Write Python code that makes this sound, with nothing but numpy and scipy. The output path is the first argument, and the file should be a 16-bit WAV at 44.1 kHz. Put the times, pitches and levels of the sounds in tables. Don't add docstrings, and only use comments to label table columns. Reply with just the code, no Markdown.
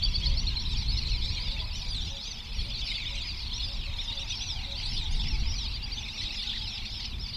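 import sys
import numpy as np
from scipy import signal
from scipy.fft import rfft, irfft
from scipy.io import wavfile

SR = 44100
rng = np.random.default_rng(int(sys.argv[2]) if len(sys.argv) > 2 else 0)


def digitize_waveform(pressure):
    field = np.atleast_2d(pressure).T
    bounded = np.clip(field, -1, 1)
    quanta = np.round(bounded * 32767).astype(np.int16)
    wavfile.write(sys.argv[1], SR, quanta)


N = 324576
TIME = np.arange(N) / SR

# time in seconds, drive of the high voices in dB, drive of the low in dB.
CROWD = [(0.0, -43, -54.5), (1.27, -40, -49), (1.73, -42.5, -51), (2.19, -41.5, -56), (2.53, -46, -50.5),
         (2.88, -35, -49.5), (2.99, -42.5, -45.5), (3.68, -39, -52.5), (3.8, -46, -53.5), (4.25, -40, -47),
         (4.6, -43.5, -51.5), (4.71, -39.5, -49.5), (5.64, -42.4, -50.5), (5.87, -49, -52.5),
         (6.21, -39, -45.5), (7.02, -40.5, -52), (7.13, -53, -54), (7.36, -39, -57.1)]
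# frequency in Hz, gain in dB.
CROWD_COLOUR = [(1200, 13), (1700, -1), (2150, 2.5), (3000, 3.5), (3600, 5), (4800, 3), (5600, 4.5),
                (6600, 0.5), (9000, -3), (12000, -5), (15000, -14)]
# time in seconds, level in dB.
GABBLE = [(0, -59), (1.2, -61.5), (1.62, -58), (2.1, -64), (3.8, -62), (4.3, -61.5), (5.4, -61), (6.2, -64),
          (7.36, -67)]
# time in seconds, rumble level in dB before the eddies.
BREEZE = [(0.0, -31.5), (0.23, -30), (0.35, -25), (0.58, -32.5), (1.15, -28.5), (1.73, -35), (2.07, -30.5),
          (2.19, -42.5), (2.42, -40), (2.65, -33.5), (3.22, -37.5), (3.91, -35), (4.37, -40), (5.17, -29.5),
          (5.52, -29.5), (5.64, -35.5), (6.44, -40.8), (7.36, -33.5)]
# frequency in Hz, relative density in dB per Hz.
RUMBLE = [(8.8, -51), (15, -1), (32, 1), (60, -3.5), (104, -11), (500, -43), (650, -85), (1100, -120)]
# time in seconds, level in dB.
DRONE = [(0, -59.5), (3.8, -60), (4.4, -59.5), (5.6, -58.5), (6.2, -55), (6.8, -55), (7.36, -59.5)]
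# frequency in Hz, relative density in dB per Hz.
AIR = [(100, 8.5), (400, -3), (560, -7.5), (720, -4.5), (890, -0.5), (1100, -3), (1600, -7), (3000, -5.5),
       (7000, -22), (12000, -23), (15000, -26.5)]
# first chip in seconds, last chip in seconds, number of chips,
# first pitch in Hz, last pitch in Hz, first level in dB, last level in dB.
CHIP_RUNS = [(0.043, .389, 4, 4640, 4540, -25, -29), (0.067, .321, 4, 3470, 3345, -33.5, -38.5),
             (0.485, .605, 2, 4320, 4470, -26, -33), (0.576, .668, 2, 4260, 4010, -29.5, -34),
             (0.9, 1.156, 4, 4500, 4135, -29.5, -32.5), (0.934, 1.128, 3, 3990, 4410, -39, -33),
             (1.237, 1.325, 2, 3600, 3430, -36.5, -50), (1.317, 1.42, 2, 4660, 4850, -37, -34),
             (1.494, 1.607, 2, 3620, 3490, -35.5, -36), (1.581, 1.66, 2, 2740, 2600, -39.5, -60),
             (1.899, 2.112, 2, 6040, 5980, -45.5, -45), (1.938, 2.208, 4, 3610, 3860, -37.5, -41),
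             (2.603, 2.981, 3, 4490, 4570, -36.5, -34.5), (2.605, 3.072, 5, 3474, 3685, -38.5, -31.5),
             (2.763, 2.88, 2, 4700, 4500, -36.5, -40), (3.534, 3.64, 2, 3490, 3620, -35.5, -37),
             (4.003, 4.187, 3, 3840, 3650, -30, -32.5), (4.131, 4.32, 3, 3960, 3850, -35.5, -31.5),
             (4.339, 4.505, 3, 3360, 3650, -35, -34.5), (4.982, 5.165, 3, 3720, 3850, -34, -39),
             (5.13, 5.403, 2, 6600, 5840, -45, -44), (5.213, 5.414, 3, 3640, 3730, -33, -59),
             (5.67, 5.873, 3, 3850, 3470, -38, -41.5), (5.754, 5.934, 3, 4800, 4780, -34.5, -33),
             (5.988, 6.1, 3, 3570, 3810, -37.5, -37.5), (6.197, 6.275, 2, 3700, 3800, -41, -34),
             (6.405, 6.51, 2, 3640, 3590, -32, -30), (6.484, 6.574, 2, 3930, 3950, -37, -34.5),
             (6.59, 6.692, 2, 5050, 4400, -40, -37), (7.148, 7.345, 3, 3590, 3660, -42, -43),
             (7.3, 7.35, 2, 4930, 4860, -38.5, -35.5)]
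# time of the top in seconds, rise in seconds, fall in seconds, top pitch in Hz,
# end pitch in Hz, level in dB, overtone in dB against the main tone before it breaks up.
WHISTLES = [(.09, 0.055, 0.062, 5750, 4740, -49, -24), (.426, 0.13, 0.013, 5800, 5700, -41.5, -40),
            (.46, 0.0078, 0.063, 5850, 4800, -44, -36), (.705, .01, 0.073, 4010, 3020, -37, -18),
            (.731, 0.051, 0.016, 5450, 5170, -44, -16), (.779, 0.023, 0.065, 4820, 3790, -37, -27),
            (.955, .11, .15, 5260, 3630, -41, -25), (1.04, 0.0057, 0.13, 3920, 2065, -44.5, -20),
            (1.345, 0.11, 0.017, 5680, 5620, -42.5, -31), (1.44, 0.084, 0.14, 5030, 3400, -40, -25),
            (1.775, 0.053, 0.086, 5960, 4620, -42.5, -19), (1.9, .02, 0.11, 4980, 3360, -36, -18),
            (2.295, 0.1, 0.11, 6230, 4300, -45, -39), (2.302, .13, 0.038, 4940, 3350, -41, -38),
            (2.485, 0.04, .05, 5340, 4730, -49, -20), (2.56, 0.042, 0.13, 5630, 4180, -45.5, -14),
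            (2.84, 0.0079, 0.093, 3300, 1990, -44, -30), (2.866, .034, 0.11, 5370, 4460, -41, -17),
            (2.91, 0.027, 0.12, 3760, 2930, -47, -13), (3.16, 0.026, .1, 4130, 3070, -40.5, -15),
            (3.255, 0.045, 0.076, 5080, 4470, -38, -27), (3.4, .06, 0.067, 5470, 4500, -47, -20),
            (3.575, 0.048, .015, 5800, 5630, -40, -34), (3.634, 0.021, 0.084, 5170, 4240, -38, -23),
            (3.709, .06, 0.17, 5140, 2430, -44, -41), (4.006, .04, 0.13, 5570, 4120, -45.5, -17.5),
            (4.305, 0.038, 0.049, 6030, 4700, -41, -33), (4.436, 0.05, 0.016, 6120, 5700, -37.5, -39),
            (4.462, .01, .09, 6000, 4560, -38.5, -39), (4.47, .05, .17, 4150, 2440, -45, -20),
            (4.8, .05, 0.088, 4880, 3650, -41, -31), (4.84, .02, 0.096, 4030, 3060, -43.5, -14),
            (4.91, .07, .14, 5330, 3460, -38.5, -18), (5.12, 0.05, .15, 4840, 2780, -46.5, -11),
            (5.3, 0.07, 0.065, 5560, 4830, -40.5, -34), (5.5, 0.044, 0.16, 5600, 3100, -39, -32),
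            (5.575, 0.07, 0.1, 5920, 4100, -41, -36), (5.981, 0.058, 0.094, 6350, 4850, -45.5, -36),
            (6.164, .07, .12, 5710, 3810, -43, -24), (6.385, 0.029, 0.057, 5180, 4010, -37.5, -19.5),
            (6.653, 0.15, 0.042, 5100, 3750, -42.5, -43), (6.936, 0.093, 0.1, 5320, 4000, -42.5, -30),
            (7.02, 0.011, 0.16, 4700, 3400, -46, -35), (7.06, .01, .06, 5160, 4400, -44, -40),
            (7.22, 0.029, 0.053, 5420, 4400, -39, -40)]
# middle of the hoot in seconds, level in dB.
HOOTS = [(.32, -57), (1.52, -62), (2.14, -55.5), (2.69, -60), (3.14, -58), (3.70, -60.5), (4.17, -56.5),
         (4.71, -55)]
# first call in seconds, number of calls, pitch in Hz, level in dB.
FAR_CALLS = [(.528, 1, 1626, -57), (1.55, 1, 873, -56.5), (1.62, 1, 630, -56.5), (1.98, 1, 1500, -60),
             (2.13, 1, 930, -57), (3.56, 1, 910, -59), (3.95, 5, 916, -54), (4.84, 1, 874, -56),
             (5.05, 5, 896, -53), (5.84, 4, 850, -57), (6.26, 1, 326.5, -54.5), (6.47, 1, 1510, -57),
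             (6.475, 3, 856, -56), (6.952, 1, 345, -60), (7.109, 1, 398, -59)]

CHIP_REACH_S = .025
CHIP_LEAD = .13
CHIP_BEND, BEND_SPREAD = .33, 0.0598
CLIMB_SHARE, CLIMB_S = .2, .08
TURN_ROUNDNESS = .24
EASE = .35
HOOT_HZ, HOOT_S = 278, 0.13
CALL_GAP_S = .145
EDDY_DB, EDDIES_PER_S = 1.66, 7.2
AIR_LOSS_HZ = 8100
CUTOFF_HZ = 15100


def from_db(db):
    return 10 ** (np.asarray(db) / 20)


def rms_one(x):
    return x / np.sqrt(np.mean(x ** 2) + 1e-20)


def in_time(rows):
    s, *columns = np.transpose(rows)
    return [np.interp(TIME, s, column) for column in columns]


def span(start, end):
    return slice(int(np.clip(start * SR, 0, N)), int(np.clip(end * SR, 0, N)))


def coloured(x, points):
    hz, db = np.transpose(points)
    bins = np.maximum(np.arange(N // 2 + 1) * SR / N, 1)
    gain = from_db(np.interp(np.log(bins), np.log(hz), db))
    return irfft(rfft(x) * gain, N)


def drift(rate):
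    r = np.exp(-40 * np.pi * rate / SR)
    noise = rng.standard_normal(N // 20 + 2002)
    slow = signal.lfilter([1], [1, -2 * r, r * r], noise)[2000:]
    return np.interp(np.arange(N) / 20, np.arange(len(slow)), rms_one(slow))


def tone(hz, second_db, third_db):
    phase = (2 * np.pi * np.cumsum(hz) / SR).astype(np.float32)
    return np.sin(phase) + from_db(second_db) * np.sin(2 * phase) + from_db(third_db) * np.sin(3 * phase)


def off_water(x, lag_s, echo_db):
    delayed = np.interp(TIME - lag_s, TIME, x, left=0)
    return x + from_db(echo_db) * drift(22.7) * delayed


def scatter(x, t60):
    t = TIME[:SR]
    tail = rng.standard_normal(SR) * from_db(-60 * t / t60) * (1 - np.exp(-t / 0.022))
    return signal.fftconvolve(x, tail / np.sqrt(np.sum(tail ** 2)))[:N]


def chips(rows, waver, flutter_db, fade, overtone_db):
    out = np.zeros(N)
    wobble = 1 + waver * drift(125)
    for s, top_hz, bend, db in rows:
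        at = span(s - CHIP_REACH_S, s + CHIP_REACH_S)
        u = (TIME[at] - s) / CHIP_REACH_S
        body = .16 + .84 / (1 + np.abs((u + CHIP_LEAD) / fade) ** 14)
        swell = body * np.clip(4 * (1 - np.abs(u)), 0, 1)
        hz = top_hz * (1 - bend * u ** 2 * (1 + .3 * u))
        out[at] += from_db(db) * swell * tone(hz * wobble[at], overtone_db, overtone_db - 13)
    return out * from_db(flutter_db * drift(98))


def whistles(rows, waver, rasp, flutter_db, edge_s):
    out = np.zeros(N)
    wobble = 1 + waver * drift(19.3) + rasp * drift(670)
    grain_db = 4 * drift(90) - 2
    for top, rise, fall, top_hz, end_hz, db, overtone_db in rows:
        at = span(top - rise, top + fall)
        t = TIME[at] - top
        start_hz = top_hz * (1 - CLIMB_SHARE * np.sqrt(rise / CLIMB_S))
        away = np.interp(t, [-rise, 0, fall], [1, 0, 1])
        slope = (np.hypot(away, TURN_ROUNDNESS) - TURN_ROUNDNESS) / (np.hypot(1, TURN_ROUNDNESS) - TURN_ROUNDNESS)
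        edge_hz = np.where(t < 0, start_hz, end_hz)
        hz = top_hz + (edge_hz - top_hz) * slope * (1 + EASE * (1 - slope))
        catch_db = -3.6 * np.exp(-(t / 0.0023) ** 2)
        edges = np.clip(np.minimum(t + rise, fall - t) / edge_s, 0, 1)
        voice = tone(hz * wobble[at], overtone_db + grain_db[at], overtone_db - 22)
        out[at] += from_db(db + catch_db) * edges * voice
    return out * from_db(flutter_db * drift(50))


def crowd_chips(low_hz, high_hz, spread_db, overtone_db, count):
    late, pitch_a, pitch_b, depth, far, pause = rng.random((count, 6, 1)).transpose(1, 0, 2)
    step = np.arange(4)
    first_s = (np.arange(count)[:, None] + 3 * late) / count * N / SR
    s = (first_s + step * (.085 + .035 * pause)) % (N / SR)
    pitch = (low_hz + (high_hz - low_hz) * (pitch_a + pitch_b) / 2) * (1 - 0.0201 * step)
    db = -spread_db * np.sqrt(far) + rng.normal(0, 2.0, (count, 4))
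    rows = np.stack(np.broadcast_arrays(s, pitch, 0.121 + .36 * depth, db), axis=-1).reshape(-1, 4)
    return rms_one(chips(rows, waver=0.0079, flutter_db=3.0, fade=0.83, overtone_db=overtone_db))


def crowd_whistles(low_hz, high_hz, spread_db, overtone_db, count):
    late, pitch_a, pitch_b, depth, far = rng.random((count, 5)).T
    top = (np.arange(count) + 4 * late - 2) / count * N / SR
    length = .07 + .13 * depth
    pitch = low_hz + (high_hz - low_hz) * (pitch_a + pitch_b) / 2
    end_hz = pitch * (.84 - .2 * depth)
    db = -spread_db * np.sqrt(far)
    rows = np.c_[top, .36 * length, .64 * length, pitch, end_hz, db, overtone_db - 8 * pitch_a]
    return rms_one(whistles(rows, waver=0.01373, rasp=0.0066, flutter_db=3.0, edge_s=0.025))


def crowd():
    high_db, low_db = in_time(CROWD)
    high = from_db(-9) * crowd_chips(low_hz=3102, high_hz=4800, spread_db=12.5, overtone_db=-22, count=140)
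    high += from_db(-6) * crowd_whistles(low_hz=3400, high_hz=5850, spread_db=9, overtone_db=-20, count=240)
    high += from_db(-19) * crowd_chips(low_hz=4525, high_hz=7610, spread_db=6.0, overtone_db=-33, count=160)
    low = from_db(-3.0) * crowd_chips(low_hz=2013, high_hz=3200, spread_db=10.5, overtone_db=-4.5, count=120)
    low += from_db(-4) * crowd_whistles(low_hz=2400, high_hz=3500, spread_db=7, overtone_db=-22, count=130)
    return coloured(from_db(high_db) * high + from_db(low_db) * low, CROWD_COLOUR)


def gabble():
    level_db, = in_time(GABBLE)
    return from_db(level_db) * crowd_chips(low_hz=419.0, high_hz=1298.5, spread_db=6, overtone_db=-5, count=130)


def breeze():
    gust_db, = in_time(BREEZE)
    rumble = rms_one(coloured(rng.standard_normal(N), RUMBLE))
    return from_db(gust_db + EDDY_DB * drift(EDDIES_PER_S)) * rumble


def drone():
    level_db, = in_time(DRONE)
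    band = signal.butter(2, [205, 235], "band", fs=SR, output="sos")
    return from_db(level_db) * rms_one(signal.sosfilt(band, rng.standard_normal(N)))


def steady_air():
    return from_db(-52.5) * rms_one(coloured(rng.standard_normal(N), AIR))


def near_chips():
    runs = []
    for first_s, last_s, count, first_hz, last_hz, first_db, last_db in CHIP_RUNS:
        first, last = (first_s, first_hz, first_db), (last_s, last_hz, last_db)
        runs.append(np.linspace(first, last, int(round(count))))
    s, hz, db = np.concatenate(runs).T
    bend = CHIP_BEND + BEND_SPREAD * rng.standard_normal(len(s))
    return chips(np.c_[s, hz, bend, db], waver=0.0094, flutter_db=1.15, fade=0.53, overtone_db=-35.5)


def ducks():
    near = near_chips() + whistles(WHISTLES, waver=.007, rasp=.007, flutter_db=2.4, edge_s=.01)
    near = signal.sosfilt(signal.butter(2, AIR_LOSS_HZ, fs=SR, output="sos"), near)
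    flock = off_water(near + crowd(), lag_s=.0035, echo_db=-9)
    return flock + from_db(-15) * scatter(flock, t60=.3)


def far_birds():
    out = np.zeros(N)
    wobble = 1 + 0.02 * drift(50)
    for s, db in HOOTS:
        at = span(s - HOOT_S / 2, s + HOOT_S / 2)
        swell = from_db(db) * np.cos(np.pi * (TIME[at] - s) / HOOT_S)
        phase = 2 * np.pi * np.cumsum(HOOT_HZ * wobble[at]) / SR
        out[at] += swell * (np.sin(2 * phase) + from_db(-3.5) * np.sin(3 * phase))
    for first, count, hz, db in FAR_CALLS:
        for s in first + CALL_GAP_S * np.arange(round(count)):
            at = span(s - .045, s + 0.0441)
            u = np.linspace(-1, 1, at.stop - at.start)
            sag = 1 - 0.06 * u - 0.078 * u ** 2
            pitch = hz * rng.normal(1, 0.0207) * wobble[at] * sag
            out[at] += from_db(db) * np.cos(u * np.pi / 2) * tone(pitch, second_db=-13.5, third_db=-38)
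    return out


def scene():
    far = far_birds() + gabble()
    far = far + from_db(-1) * scatter(far, t60=0.26)
    return (ducks() + far + breeze() + drone() + steady_air())[None]


def record(dry):
    return signal.sosfilt(signal.ellip(12, .1, 80, CUTOFF_HZ, fs=SR, output="sos"), dry)


dry = scene()
out = record(dry)
digitize_waveform(out)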